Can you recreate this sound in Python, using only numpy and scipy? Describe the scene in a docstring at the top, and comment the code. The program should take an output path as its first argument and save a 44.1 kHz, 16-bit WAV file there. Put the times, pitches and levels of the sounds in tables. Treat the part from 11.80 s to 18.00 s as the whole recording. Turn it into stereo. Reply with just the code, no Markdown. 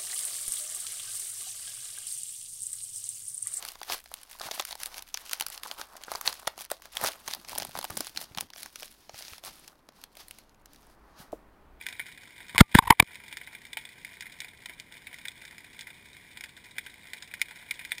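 """Snapping shrimp crackle near and far under a harbour pier, heard inside a sealed camera housing.
Each snap is a spike with a scattered tail, coloured by the resonant wall; the far bed adds a noise fizz.
A faint rumble and drone lie below. Around one second bumps rasp the wall, thud the sealed air and make the
mount squeak by stick-slip. Loud knocks duck the gain and overload the recorder, which samples slowly and
holds each value, mirroring the sound into a gritty treble."""
import sys
import numpy as np
from scipy import signal
from scipy.fft import rfft, irfft
from scipy.io import wavfile
from scipy.ndimage import uniform_filter1d, minimum_filter1d

SR = 44100
rng = np.random.default_rng(int(sys.argv[2]) if len(sys.argv) > 2 else 0)


def to_wav(sig):
    """Store sig (one row per channel, or 1-D mono) as 16-bit WAV at the path in sys.argv[1].

    Samples outside -1..1 are clipped; the rate is SR.
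    """
    pcm = np.clip(np.atleast_2d(sig), -1, 1) * 32767
    pcm = np.round(pcm).astype(np.int16)
    wavfile.write(sys.argv[1], SR, pcm.T)  # frames by channels


N = 273420  # samples in the scene

SPAN = 8192  # samples in one impulse response or event
AGE = np.arange(SPAN) / SR  # seconds since the event began
HZ = np.fft.rfftfreq(SPAN, 1 / SR)


def from_db(db):
    """Logarithmic level: 20 dB is a factor of ten in amplitude."""
    return 10 ** (np.asarray(db) / 20)


def rms_one(x):
    """Mean power: scale to rms 1."""
    return x / np.sqrt(np.mean(x ** 2) + 1e-20)


def burst_one(x, size=220):
    """Short-time power: scale so that the loudest 5 ms have rms 1."""
    power = uniform_filter1d(x ** 2, size, mode="constant")
    return x / np.sqrt(power.max() + 1e-20)


def colour(points):
    """Spectral envelope: gain interpolated over log frequency from (hz, gain_db) points."""
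    hz, db = np.transpose(points)
    return from_db(np.interp(np.log(HZ + 1), np.log(hz), db))


def bell(hz, width):
    """Resonance: a steep-sided curve with top 1, about a third as high one width from the centre."""
    return (1 + ((HZ - hz) / width) ** 2) ** -1.5


def resonances(modes):
    """Modal superposition: the powers of (hz, width_hz, gain_db) resonances add."""
    power = sum((from_db(db) * bell(hz, width)) ** 2 for hz, width, db in modes)
    return np.sqrt(power)


def response(gain):
    """Minimum phase: folding the cepstrum gives a causal impulse response with this gain."""
    cepstrum = irfft(np.log(gain + 1e-6))
    cepstrum[1:SPAN // 2] *= 2
    cepstrum[SPAN // 2 + 1:] = 0
    return irfft(np.exp(rfft(cepstrum)))


def through(x, impulse):
    """Linear filtering: convolve with an impulse response, keeping the length."""
    return signal.fftconvolve(x, impulse)[:len(x)]


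def add(out, s, sound):
    """Superposition: mix a sound in at a time in seconds."""
    at = max(round(s * SR), 0)
    out[at:at + len(sound)] += sound[:max(len(out) - at, 0)]


# resonances of the housing wall: (pitch_hz [Hz], width_hz [Hz], relative gain_db [dB])
WALL_MODES = [(557, 390, -24), (701, 70, -16.5), (885, 52, -11.5), (980.4, 64, -12), (1520, 280, -6.5),
              (2089, 370, 0.5), (2377, 240, 0.5), (3005, 230, -9.5), (3560, 470, -5.5), (4330, 630, -17),
              (5062, 590, -15), (5470, 540, -17.5)]
# dips in the passed sound: (pitch_hz [Hz], width_hz [Hz], gain_db [dB]); gaps the wall hardly passes, and a #
# separate shallow dip at 6 kHz
WALL_GAPS = [(1232, 180, -11.5), (2605, 73, -15), (6000, 300, -1)]


def wall():
    """Modal transmission: the wall passes sound best at its resonances and poorly in its gaps."""
    gaps_db = sum(db * bell(hz, width) for hz, width, db in WALL_GAPS)
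    return resonances(WALL_MODES) * from_db(gaps_db)


def snap(gain, tilt_db, boosted_hz, extra_tail_db, boost_db=6.5, boost_width_hz=350,
         scatter_db=-19, scatter_t60=0.028, tail_db=-35, tail_t60=0.15):
    """Cavitation: a collapsing bubble spikes, scatters off piling and seabed, and leaves a faint tail."""
    scatter = from_db(scatter_db - 60 * AGE / scatter_t60)
    tail = from_db(tail_db + extra_tail_db - 60 * AGE / tail_t60)
    arrivals = (scatter + tail) * rng.standard_normal(SPAN)
    arrivals[0] += rng.choice([-1, 1])  # the direct spike
    tilt = tilt_db * np.log2(np.clip(HZ, 600, 6000) / 2200)  # small claws snap brighter
    boost = boost_db * bell(boosted_hz, boost_width_hz)  # each snap has its own colour
    return burst_one(through(arrivals, response(gain * from_db(tilt + boost))))


# course of the far shrimp bed, before its trim and mix: (time_s [s], level_db [dB])
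BED_COURSE = [(0.0, -52.5), (0.38, -54), (0.78, -53.5), (0.92, -54.5), (1.0, -51), (1.66, -54.5),
              (2.55, -54.5), (2.69, -56.5), (3.38, -54.5), (4.52, -54), (4.8, -56.5), (5.33, -53.5),
              (5.51, -55), (5.8, -52), (6.2, -51.5)]
BED_TRIM_DB = -0.5


def far_shrimp(per_s=150, spread_db=5.0, variety_db=4.5, extra_tail_db=2.5, fizz_db=-3.5, count=24):
    """Random arrivals: many colonies snap, each with its own colour; the furthest merge into a fizz."""
    gain, crackle = wall(), np.zeros(N)
    tilts = variety_db * np.linspace(-1.5, 1.5, count)  # dB per octave
    boosted = rng.permutation(np.linspace(800, 5400, count))  # Hz
    for tilt_db, boosted_hz in zip(tilts, boosted):
        sizes = from_db(spread_db * np.minimum(rng.exponential(1, N), 2.5))
        snaps = sizes * (rng.random(N) < per_s / count / SR)
        crackle += through(snaps, snap(gain, tilt_db, boosted_hz, extra_tail_db))
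    fizz = through(rng.standard_normal(N), response(gain))
    s, db = np.transpose(BED_COURSE)
    level = from_db(BED_TRIM_DB + np.interp(np.arange(N) / SR, s, db))
    return level * (rms_one(crackle) + from_db(fizz_db) * rms_one(fizz))


# spectrum of the low wash of the water: (pitch_hz [Hz], relative gain_db [dB])
WASH_SPECTRUM = [(12, -22.5), (25, -3.5), (100, 0.5), (250, -2.5), (480, -8.5), (750, -14.5), (1000, -8.5),
                 (1300, -19), (3000, -23.5)]
# narrow tones that drone in the housing: (pitch_hz [Hz], width_hz [Hz], relative gain_db [dB])
DRONE_MODES = [(735, 22, -3.5), (975, 18, 0.5)]
WASH_DB, DRONE_DB = -61, -75.5  # rms level of each


def wash():
    """Filtered noise: a faint steady harbour rumble, with narrow resonances droning thinly above it."""
    rumble = rms_one(through(rng.standard_normal(N), response(colour(WASH_SPECTRUM))))
    drone = rms_one(through(rng.standard_normal(N), response(resonances(DRONE_MODES))))
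    return from_db(WASH_DB) * rumble + from_db(DRONE_DB) * drone


# nearest snaps: (start_s [s], level_db of the loudest 5 ms [dB], tilt_db [dB per octave],
# pitch_hz around which the snap's colour is boosted [Hz])
NEAREST_SNAPS = [(0.012, -38, -3, 2470), (0.066, -29, 2, 1400), (0.087, -34.5, 1, 5510),
                 (0.127, -38.5, -1.5, 3770), (0.1955, -30.5, -3.5, 2270), (0.6042, -44.5, -5, 3780),
                 (0.695, -42, -5, 4500), (1.3555, -39.5, 1, 5400), (1.5265, -36.5, 0, 2370),
                 (1.5707, -34, 2.5, 1700), (1.6137, -39, -4.5, 3000), (1.6731, -40, -3, 950),
                 (1.7496, -38.5, -2, 3300), (1.8522, -42.5, 4.5, 1797), (1.9314, -34.5, 5, 3470),
                 (1.971, -29, -2, 3020), (2.0525, -39, 1, 3550), (2.2477, -35.5, 3, 2230),
                 (2.408, -36, 9, 800), (2.4233, -39.5, 0, 1695), (2.4664, -40.5, 1.5, 2013),
                 (2.604, -33, 7, 802), (2.6175, -39.5, 0, 4060), (2.6455, -39.5, -3, 4920),
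                 (2.8586, -35, 3.5, 797), (2.8956, -39.5, -4.5, 5140), (2.9993, -38.5, 9.5, 950),
                 (3.2703, -38.5, -1.5, 2560), (3.329, -43, -0.5, 804), (3.3426, -41, 6, 1910),
                 (3.454, -33.5, 0.5, 1830), (3.4831, -31.5, 4.5, 3600), (3.652, -42.5, 7, 1620),
                 (3.7818, -42.5, 1, 4960), (3.992, -38.5, 2.5, 3130), (4.0097, -38, 9.5, 800),
                 (4.0706, -39.5, -1.5, 1910), (4.5726, -38.5, -0.5, 4840), (4.6089, -37.5, -0.5, 5170),
                 (4.6385, -36, 0, 4700), (4.9831, -28.5, 2, 1836), (5.0634, -40, -1, 1690),
                 (5.334, -33.5, 0.5, 4200), (5.424, -39, 4, 5170), (5.539, -33, 1, 1900),
                 (5.6157, -19.5, 4.5, 2500), (5.9097, -25, 3, 2120), (5.993, -38, -1.5, 2500),
                 (6.05, -36.5, 2.5, 2510), (6.1189, -24.5, 0.5, 3520), (6.182, -36, 7, 950)]
# shrimp at middle distance snap at random: rate, level and its spread, spread of tilt per octave
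MIDDLE_PER_S, MIDDLE_DB, MIDDLE_SPREAD_DB, MIDDLE_TILT_DB = 5, -47, 1.5, 2.5
BOOSTED_LOW_HZ, BOOSTED_HIGH_HZ = 1308, 4940  # where the colour of a random snap may be boosted
# chosen rule: fainter and duller snaps are given a stronger tail:
# level with the usual tail, dB of tail per dB of level, dB of tail per dB/octave of tilt
USUAL_SNAP_DB, TAIL_PER_DB, TAIL_PER_TILT = -33, 0.62, 1.5


def near_shrimp():
    """Direct-to-reverberant ratio: single snaps stand out; fainter, duller ones get a stronger tail."""
    out, gain = np.zeros(N), wall()
    middle = []
    for s in np.flatnonzero(rng.random(N) < MIDDLE_PER_S / SR) / SR:
        db = MIDDLE_DB + MIDDLE_SPREAD_DB * rng.normal()
        tilt_db = MIDDLE_TILT_DB * rng.normal()
        boosted_hz = BOOSTED_LOW_HZ * (BOOSTED_HIGH_HZ / BOOSTED_LOW_HZ) ** rng.random()
        middle.append((s, db, tilt_db, boosted_hz))
    for s, db, tilt_db, boosted_hz in NEAREST_SNAPS + middle:
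        extra_tail_db = TAIL_PER_DB * (USUAL_SNAP_DB - db) - TAIL_PER_TILT * tilt_db
        add(out, s, from_db(db) * snap(gain, tilt_db, boosted_hz, extra_tail_db))
    return out


# knocks on the housing, from faint ticks to hard bumps: (start_s [s], contact length_s [s],
# shell rasp level_db [dB], mount squeak level_db [dB], slip rate [per s], thud level_db [dB], thud delay_s [s])
HOUSING_KNOCKS = [(0.748, .001, -38.5, -41.5, 1300, -39, .0002),
                  (0.7806, 0.000505, -13.5, -26.5, 690, -31, 0.0072),
                  (0.787, 0.0032, -16, -18.5, 1740, -38.5, .001),
                  (0.8066, 0.0053, -1.5, -0.5, 1460, 10.5, 0.0033),
                  (0.9492, .0055, -15, -10.5, 1550, 0, .0037), (0.9871, .0035, -4.5, 1, 1010, -10, .0003),
                  (1.1050, .0036, -9, 1.5, 990, -8.5, 0.00026),
                  (1.1998, 0.0033, -7.5, -1, 2100, -11.5, 0.002),
                  (1.2245, 0.0018, -26.5, -25.5, 1200, -18, 0.0015)]
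GRAZE_LEAD, GRAZE_DB = 0.9, -15.5  # a graze before each knock: lead in contact lengths, level against it
SHOVE_S, SHOVE_SHARE = .0031, 0.85  # longest shove of the air, or share of a shorter contact
# the wall drags along after a knock: (start_s [s], length_s [s], rasp level_db [dB])
WALL_SCRAPES = [(0.758, .009, -39), (0.792, 0.012, -19), (0.958, .023, -20.5)]
SCRAPE_SQUEAK_DB, SCRAPE_THUD_DB, SCRAPE_SLIPS_PER_S = -36, -47.5, 1100
# the mount creaks under the strain: (start_s [s], length_s [s], squeak level_db [dB], slip rate [per s])
MOUNT_CREAKS = [(0.7552, 0.0059, -33, 1020), (1.023, 0.0035, -26.5, 930), (1.028, 0.013, -30.5, 790),
                (1.049, .012, -30.5, 920), (1.0704, 0.0098, -24.5, 1000), (1.107, 0.0085, -16, 780),
                (1.1198, 0.0072, -11.5, 1000)]
CREAK_RASP_DB, CREAK_THUD_DB = -37.5, -37


def contacts():
    """Contact mechanics: every touch as (s, length, rasp dB, squeak dB, slips per s, thud dB, delay, shove)."""
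    for s, length, rasp_db, squeak_db, slips_per_s, thud_db, delay in HOUSING_KNOCKS:
        shove = min(SHOVE_S, SHOVE_SHARE * length)
        yield (s - GRAZE_LEAD * length, length, rasp_db + GRAZE_DB, squeak_db + GRAZE_DB, slips_per_s,
               thud_db + GRAZE_DB, delay, length)
        yield s, length, rasp_db, squeak_db, slips_per_s, thud_db, delay, shove
    for s, length, rasp_db in WALL_SCRAPES:
        yield s, length, rasp_db, SCRAPE_SQUEAK_DB, SCRAPE_SLIPS_PER_S, SCRAPE_THUD_DB, 0, length
    for s, length, squeak_db, slips_per_s in MOUNT_CREAKS:
        yield s, length, CREAK_RASP_DB, squeak_db, slips_per_s, CREAK_THUD_DB, 0, length


# resonances of the mount: (pitch_hz [Hz], width_hz [Hz], relative gain_db [dB])
MOUNT_MODES = [(467, 80, -11.5), (864, 99, -8.5), (900, 45, -9), (1020.4, 210, -4.5), (1370.4, 140, -10.5),
               (2150, 600, -9), (2980, 300, -16)]
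# extra colour of a direct touch on the wall: (pitch_hz [Hz], gain_db [dB])
TOUCH_COLOUR = [(100, 12.5), (450, 8), (750, 12), (1000, 1), (1800, 6), (2400, -3.5), (3500, 4),
                (6000, 1.5)]
# faint lasting rings of the frame: (pitch_hz [Hz], level_db against the thud [dB], t60_s [s])
FRAME_RINGS = [(1190, -52, 0.21), (867.4, -43, 0.092)]


def knocks(release_s=.0007, strike=6.0, build=0.69, grit=.22, waver=0.088, waver_hz=120,
           thud_hz=112, thud_width_hz=270, leak_hz=35):
    """Stick-slip and cavity resonance: a contact rasps the shell, squeaks the mount and shoves the sealed air."""
    out = np.zeros(N)
    shell = response(wall() * colour(TOUCH_COLOUR))
    mount = response(resonances(MOUNT_MODES))
    r = np.exp(-np.pi * thud_width_hz / SR)
    cavity = [1, -2 * r * np.cos(2 * np.pi * thud_hz / SR), r * r]  # two-pole resonance
    leak = signal.butter(1, leak_hz, "high", fs=SR)  # the microphone ignores slow pressure
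    frame = sum(from_db(db - 60 * AGE / t60) * np.sin(2 * np.pi * hz * AGE) for hz, db, t60 in FRAME_RINGS)
    for s, length, rasp_db, squeak_db, slips_per_s, thud_db, delay, shove in contacts():
        pressed = np.exp(-np.maximum(AGE - length, 0) / release_s)
        shell_friction, mount_friction = pressed * rng.standard_normal((2, SPAN))
        shell_friction[0] = strike  # first touch
        rasp = burst_one(through(shell_friction, shell))

        swell = pressed * np.minimum(AGE / (build * length), 1)  # the squeak builds up during the contact
        grip = waver * np.sin(2 * np.pi * (waver_hz * AGE + rng.random()))  # unsteady
        pace = slips_per_s * (1 + grip)
        slips = swell * (np.cumsum(pace) / SR % 1 - .5)  # force grows while stuck, drops at each slip
        squeak = burst_one(through(slips + grit * mount_friction, mount))

        push = signal.lfilter(*leak, np.sin(np.pi * np.minimum(AGE / shove, 1)))
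        thud = burst_one(signal.lfilter([-1, 1], cavity, push))

        add(out, s, from_db(rasp_db) * rasp)
        add(out, s, from_db(squeak_db) * squeak)
        add(out, s + delay, from_db(thud_db) * (thud + frame))
    return out


def scene():
    """Superposition: one microphone inside the housing feeds both channels."""
    return np.tile(far_shrimp() + wash() + near_shrimp() + knocks(), (2, 1))


def gain_control(x, threshold_db=-6, share=0.75, deepest_db=9.0, hold_s=0.065, release_db_per_s=550,
                 attack_s=0.0014):
    """Compression: loud peaks pull the gain down within milliseconds; it holds a moment, then climbs back."""
    level_db = 20 * np.log10(np.abs(x) + 1e-9)
    over = np.clip(share * (level_db - threshold_db), 0, deepest_db)
    half = int(hold_s * SR / 2)
    held = -minimum_filter1d(-over, 2 * half + 1, origin=half)  # largest cut within the hold time
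    climb = release_db_per_s * np.arange(N) / SR
    cut_db = np.maximum.accumulate(held + climb) - climb  # the cut eases at a fixed rate
    r = np.exp(-1 / (attack_s * SR))
    smooth_cut_db = signal.lfilter([1 - r], [1, -r], cut_db)
    return x * from_db(-smooth_cut_db)


def record(dry, sample_hz=12000, overload=.94, cutoff_hz=15400):
    """Sample-and-hold imaging: slow, clipped samples held in steps mirror the sound around 12 kHz."""
    slow = signal.resample_poly(gain_control(dry[0]), sample_hz, SR)
    clipped = np.clip(slow, -overload, overload)
    steps = np.repeat(clipped, 4)
    held = signal.resample_poly(steps, SR, 4 * sample_hz)[:N]
    top_cut = signal.firwin(127, cutoff_hz, fs=SR)
    return np.tile(np.convolve(held, top_cut, "same"), (2, 1))


dry = scene()
out = record(dry)
to_wav(out)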